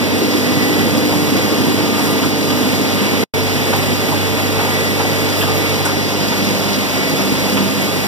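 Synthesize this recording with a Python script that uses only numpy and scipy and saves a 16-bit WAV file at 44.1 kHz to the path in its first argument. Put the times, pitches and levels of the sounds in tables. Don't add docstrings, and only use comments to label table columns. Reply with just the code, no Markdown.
import sys
import numpy as np
from scipy import signal
from scipy.fft import rfft, irfft, next_fast_len
from scipy.io import wavfile
from scipy.ndimage import uniform_filter1d

SR = 44100
rng = np.random.default_rng(int(sys.argv[2]) if len(sys.argv) > 2 else 0)


def to_wav(sig):
    pcm = np.clip(np.atleast_2d(sig), -1, 1) * 32767
    pcm = np.round(pcm).astype(np.int16)
    wavfile.write(sys.argv[1], SR, pcm.T)


N = 355887
FFT_SIZE = next_fast_len(N, real=True)
TIME_S, FREQ_HZ = np.arange(N) / SR, np.fft.rfftfreq(FFT_SIZE, 1 / SR)
MOTOR_HZ, CYCLE_S = 49.47, 0.86

# (time [s], place); 0 feed table, 1 rollers, 2 a step back, 3 beside the frame
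WALK = [(1.3, 0), (1.8, 1), (3.2, 1), (3.36, 2), (5.6, 2), (6.5, 3)]
# (frequency [Hz], level at places 0-3 [dB])
WHINES = [(208, -36, -32, -45, -42), (266, -38, -29.5, -38, -30.5), (515, -33, -36, -38, -37),
          (1967.5, -31, -35, -31, -32.5), (2250.4, -38, -34.5, -31.5, -32.5), (2901, -48, -40, -45, -43),
          (3935, -43, -43, -44.5, -47), (4520, -40, -46, -54, -54)]
# (time [s], level [dB])
MESH_LEVEL = [(0, -38), (1.3, -41), (1.9, -30.5), (2.75, -32), (3.4, -47), (4.4, -37), (4.8, -34),
              (5.8, -35), (6.1, -47), (7.3, -43), (7.8, -38)]
# (motor order, waver [0-1], level at places 0-3 [dB])
HUM_ORDERS = [(1, .25, -48, -48, -41, -40), (2, 0.16, -27.5, -27.5, -24.7, -30.5),
              (3, 0.25, -36, -36, -29.5, -34), (4, 0.38, -31, -30.5, -38, -26),
              (5, 0.27, -26, -26, -30.5, -38), (9, 0.4, -30, -29.5, -27, -46),
              (10, .4, -30.5, -38, -41, -40), (11, .4, -51, -56, -36, -39)]
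# (motor order, level [dB])
WEAK_ORDERS = [(8, -35.5), (12, -40.5), (13, -38.5)]
# (time [s], level [dB])
DRONE_LEVEL = [(0, -23.5), (.9, -20.5), (1.5, -22.5), (2.6, -24), (3.0, -29.5), (3.8, -40), (4.2, -27.5),
               (5, -31), (5.4, -30), (5.8, -29.5), (6.4, -28.5), (7.1, -34), (7.7, -32)]
# (time [s], gears [dB], rollers [dB], ink [dB], air
# [dB])
ROAR_GAINS = [(0, -0.5, -1, -3, -2), (.25, -2.5, -.5, -.3, -0.8), (.7, 1, -.2, -0.2, 0.5),
              (.88, 0.7, -0.8, -1.5, 0), (1.45, 1.5, 0, 0.2, 0.8), (1.75, .7, -0.8, -1.5, -0.3),
              (2.05, -1.5, -0.5, -0.2, -0.5), (2.26, -1, -0.5, .2, 0), (2.34, -2.5, -1.6, -1, -2),
              (2.6, -1, -0.9, 0, 1.5), (2.95, -0.5, 0.5, -0.5, -0.5), (3.15, 2, -0.3, -0.5, -.5),
              (3.4, -4.5, -0.5, -0.5, -1), (3.8, -1.5, 0, -0.8, 1), (4.15, -3, -0.8, -1.7, -0.7),
              (4.45, -2, -0.5, -2, 0), (4.9, -3.5, -0.5, -0.2, 0.2), (5.65, -3.5, -0.3, -0.8, -0.3),
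              (6.03, -5.5, -1.3, 0, -2), (6.3, -2.5, -0.5, .9, -0.5), (6.65, -3, -0.6, 0.5, -0.5),
              (7.0, -3.5, -.9, 0, -0.5), (7.6, -0.3, -.5, 0, .4), (8.05, -5, -1.5, -1.5, 0)]
# (frequency [Hz], density [dB per Hz])
GEAR_SPECTRUM = [(25, -78), (40, -77), (60, -63), (85, -54.5), (115, -49.5), (145, -45), (190, -44),
                 (260, -43), (330, -47.5), (480, -54.5), (900, -82), (2000, -110)]
ROLLER_SPECTRUM = [(150, -80), (330, -50.5), (470, -49), (650, -52.5), (900, -53), (1150, -57), (1650, -59),
                   (2050, -53.5), (2450, -55), (2800, -57.5), (3100, -59), (3500, -59), (3750, -62),
                   (4400, -62), (6300, -74.5), (8500, -98)]
INK_SPECTRUM = [(3000, -84.5), (4000, -61.5), (4400, -64), (4880, -56), (5500, -65.5), (6250, -64.5),
                (6800, -71.5), (8000, -89)]
AIR_SPECTRUM = [(3500, -100), (6400, -67.5), (7300, -68), (7850, -70.5), (8850, -67.5), (9500, -71),
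                (10400, -67.5), (10900, -71), (11650, -68.3), (12500, -70), (13400, -69.5), (15000, -71.2)]
# (frequency [Hz], width [Hz], boost [dB])
STEEL_MODES = [(3395, 55, 3.5), (3500, 70, 2), (5694, 65, 2.5), (7450, 120, 1.5), (11640, 200, 1.3)]
# (midpoint [s], length [s], level [dB], centre [Hz], width [oct])
SWISHES = [(2.033, 0.16, -27, 1800, 0.52), (2.05, .28, -31, 10000, 0.41), (2.112, 0.045, -30, 10000, .35),
           (3.71, 0.22, -38, 10000, 0.49), (5.404, .14, -26, 12000, 0.63), (5.588, .14, -32, 13000, .35),
           (7.355, 0.22, -39, 11000, .35)]
# (time [s], level [dB], centre [Hz], width [oct], t60 [s])
CLANKS = [(1.994, -23, 4500, .5, 0.095), (3.668, -22, 1700, .25, .16), (3.762, -29, 14000, .2, .12),
          (5.416, -20, 1660, 0.26, 0.23), (5.410, -17.5, 2900, .2, 0.17), (5.853, -20, 1510, 0.21, 0.16),
          (5.852, -21.5, 7000, 0.57, 0.18), (5.889, -22, 1410, 0.2, 0.18), (6.731, -18, 4670, .35, 0.11),
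          (7.096, -25, 5200, .25, .06), (7.570, -19, 2480, .25, .14), (7.818, -26, 10500, 0.33, .05)]
# (time [s], level [dB])
THUMPS = [(.205, -10.5), (0.344, -12), (.755, -17), (.853, -11.5), (0.924, -18), (1.147, -17), (1.509, -14),
          (1.665, -9), (1.964, -20)]
# (time [s], level [dB], tilt about 1 kHz [dB/oct])
KNOCKS = [(.789, -21, 6), (1.119, -18, -1), (1.799, -24, 1), (1.979, -20, -5), (2.225, -18.5, 4),
          (2.499, -23, 9), (3.728, -12.5, 1), (4.122, -17.5, -7), (4.590, -13.5, -2), (4.645, -19, -2),
          (4.994, -15, -1), (5.045, -21, -12), (5.432, -21, -8), (5.475, -23, -2), (5.851, -16, -2),
          (6.319, -17, -1), (7.191, -17, -6), (7.570, -18.5, 5)]
# (centre [Hz], gain [dB], width [oct], t60 [s])
FRAME_BANDS = [(610, -6, 0.23, 0.13), (890, -4, .2, 0.18), (1420, -5.5, 0.52, 0.19), (2800, -7, .5, 0.08)]
# (frequency [Hz], port delay [s], subtracted share [0-1], far-port gain [dB],
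# scattered share [0-1], left over right [dB])
MIC_RESPONSE = [(50, .000453, .85, -4.6, 0, 0), (1100, .000453, .82, -4.6, 0, .5),
                (2200, .000456, .79, -5.2, 0, .7), (4400, .000451, .81, -6.5, 0, 1),
                (6700, .000449, .76, -5.5, 0, 1.5), (7800, .000451, .84, -4.6, 0, 1.8),
                (8800, .000456, .8, -9, .6, 3.6), (10500, .000468, .8, -14, .66, 3.1),
                (12500, .000467, .8, -14, .76, 0), (15000, .000464, .8, -9, .85, -1.2)]


def gain_of(db):
    return 10 ** (np.asarray(db) / 20)


def unit_rms(x):
    return x / np.sqrt(np.mean(abs(x) ** 2) + 1e-20)


def curves(rows):
    times_s, *columns = np.transpose(rows)
    return [np.interp(TIME_S, times_s, column) for column in columns]


def along_walk(levels_db):
    times_s, places = np.transpose(WALK)
    return np.interp(TIME_S, times_s, np.interp(places, np.arange(len(levels_db)), levels_db))


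def drift(rate_hz):
    points = 4096
    hz = np.fft.rfftfreq(points, TIME_S[-1] / points)
    slow = unit_rms(irfft(rfft(rng.standard_normal(points)) / (1 + (hz / rate_hz) ** 2)))
    ramp = np.linspace(0, 1, N // (points - 1) + 1, endpoint=False)
    return (slow[:-1, None] + np.diff(slow)[:, None] * ramp).ravel()[:N]


def add(mix, start_s, sound):
    part = mix[:, max(round(start_s * SR), 0):][:, :sound.shape[1]]
    part += sound[:, :part.shape[1]]


def band(centre_hz, width_oct, size=16384):
    hz = np.fft.rfftfreq(size, 1 / SR)
    shape = np.exp(-.5 * (np.log2((hz + 1) / centre_hz) / width_oct) ** 2)
    return unit_rms(irfft(rfft(rng.standard_normal((2, size))) * shape))


def blow(db, centre_hz, width_oct, t60_s, rise_s=0.0022):
    ring = band(centre_hz, width_oct)
    age_s = np.arange(ring.shape[1]) / SR
    return ring * gain_of(db - 60 * age_s / t60_s) * (1 - np.exp(-age_s / rise_s))


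def tone(hz, db, waver, waver_hz):
    phase = 2 * np.pi * (hz * TIME_S + rng.random())
    direct, lagging = np.cos(phase), np.sin(phase)
    near, other = (waver * (drift(waver_hz) * direct + drift(waver_hz) * lagging) for _ in range(2))
    return gain_of(db) * np.sqrt(2 / (1 + 2 * waver ** 2)) * np.array([direct + near, other])


def rattle(spectrum, ticks_per_s, tick_share, flutter_hz, flutter_db=.45, ripple_db=.7):
    ticks = np.minimum(rng.exponential(1, N), np.pi) * (rng.random(N) < ticks_per_s / SR)
    tick_energy = signal.lfilter([1], [1, -np.exp(-1 / (0.0027 * SR))], ticks ** 2)
    power = 1 - tick_share + tick_share * tick_energy / tick_energy.mean()
    contacts = rng.standard_normal((2, N)) * np.sqrt(power)
    contacts = unit_rms(contacts * gain_of(flutter_db * drift(flutter_hz)))
    ripple = unit_rms(uniform_filter1d(rng.standard_normal(len(FREQ_HZ)), size=100))
    modes = unit_rms(gain_of(ripple_db * ripple))
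    points_hz, points_db = np.transpose(spectrum)
    base_db = np.interp(np.log(FREQ_HZ + 1), np.log(points_hz + 1), points_db)
    steel_db = sum(db / (1 + (2 * (FREQ_HZ - hz) / width_hz) ** 2) for hz, width_hz, db in STEEL_MODES)
    response = modes * gain_of(base_db + steel_db) * np.sqrt(SR / 2)
    return irfft(rfft(contacts, FFT_SIZE) * response, FFT_SIZE)[:, :N]


def drive():
    mesh_db, = curves(MESH_LEVEL)
    mesh = tone(hz=1209, db=mesh_db, waver=0.45, waver_hz=4.6)
    whines = sum(tone(hz, along_walk(levels_db), waver=0.99, waver_hz=3.5) for hz, *levels_db in WHINES)
    throb = 1 + .3 * np.cos(2 * np.pi * MOTOR_HZ * TIME_S)
    return (mesh + whines) * throb


def motor():
    drone_db, = curves(DRONE_LEVEL)
    drone = tone(6 * MOTOR_HZ, drone_db, waver=.08, waver_hz=4)
    strong = sum(tone(order * MOTOR_HZ, along_walk(levels_db), waver, waver_hz=5.3)
                 for order, waver, *levels_db in HUM_ORDERS)
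    weak = sum(tone(order * MOTOR_HZ, db, waver=0.36, waver_hz=5.8) for order, db in WEAK_ORDERS)
    return drone + strong + weak


def air():
    swell_db = 0.1 * np.cos(2 * np.pi * (TIME_S - 0.4) / CYCLE_S)
    hiss = rattle(AIR_SPECTRUM, ticks_per_s=520, tick_share=0.13, flutter_hz=20)
    return hiss * gain_of(swell_db - 0.72)


def ink():
    return rattle(INK_SPECTRUM, ticks_per_s=280, tick_share=0.15, flutter_hz=25)


def rollers():
    return rattle(ROLLER_SPECTRUM, ticks_per_s=300, tick_share=0.05, flutter_hz=26)


def gears():
    return rattle(GEAR_SPECTRUM, ticks_per_s=50, tick_share=0.065,
                  flutter_hz=22, flutter_db=1.2, ripple_db=0.85)


def sheets():
    out = np.zeros((2, N))
    for mid_s, length_s, db, centre_hz, width_oct in SWISHES:
        rub = band(centre_hz, width_oct)[:, :round(length_s * SR)]
        add(out, mid_s - length_s / 2, gain_of(db) * rub * np.hanning(rub.shape[1]))
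    return out


def clanks():
    out = np.zeros((2, N))
    for start_s, db, centre_hz, width_oct, t60_s in CLANKS:
        add(out, start_s, blow(db, centre_hz, width_oct, t60_s, rise_s=0.0005))
    return out


def thumps():
    out = np.zeros((2, N))
    for start_s, db in THUMPS:
        add(out, start_s, blow(db, centre_hz=288, width_oct=.45, t60_s=0.19, rise_s=0.0056))
    return out


def knocks():
    out = np.zeros((2, N))
    for start_s, knock_db, tilt_db_per_oct in KNOCKS:
        for centre_hz, band_db, width_oct, t60_s in FRAME_BANDS:
            db = knock_db + band_db + tilt_db_per_oct * np.log2(centre_hz / 1000)
            add(out, start_s, blow(db, centre_hz, width_oct, t60_s))
    return out


def scene():
    gear_gain, roller_gain, ink_gain, air_gain = gain_of(curves(ROAR_GAINS))
    roar = gears() * gear_gain + rollers() * roller_gain + ink() * ink_gain + air() * air_gain
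    return roar + motor() + drive() + thumps() + knocks() + clanks() + sheets()


def microphone(field):
    hz, *columns = np.transpose(MIC_RESPONSE)
    delay_s, cross, far_db, scattered, left_db = (np.interp(FREQ_HZ, hz, column) for column in columns)
    near, other = rfft(field, FFT_SIZE)
    lag_rad, far_gain = 2 * np.pi * FREQ_HZ * delay_s, gain_of(far_db)
    coherence = np.sinc(lag_rad / np.pi)
    far = far_gain * (coherence * near + np.sqrt(1 - coherence ** 2) * other)
    leak = cross * np.exp(-1j * lag_rad)
    power = (1 + far_gain ** 2) * (1 + cross ** 2) / 2
    power -= 2 * far_gain * cross * coherence * np.cos(lag_rad)
    left, right = np.array([far - leak * near, near - leak * far]) / np.sqrt(power)
    left = np.sqrt(1 - scattered) * left + np.sqrt(scattered) * 1j * other
    balance = gain_of(left_db / 2)
    return irfft(np.array([left * balance, right / balance]), FFT_SIZE)[:, :N]


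def record(dry):
    cut_s, back_s, cutoff_hz = 3.238, 3.3385, 15520
    gate_s = [cut_s, cut_s + .004, cut_s + .03, back_s - .003, back_s]
    gate_db = np.interp(TIME_S, gate_s, [0, -22, -62, -90, 0])
    lowpass = signal.firwin(1023, cutoff_hz, window=("kaiser", 9), fs=SR)
    return signal.oaconvolve(microphone(dry) * gain_of(gate_db), lowpass[None], "same")


dry = scene()
out = record(dry)
to_wav(out)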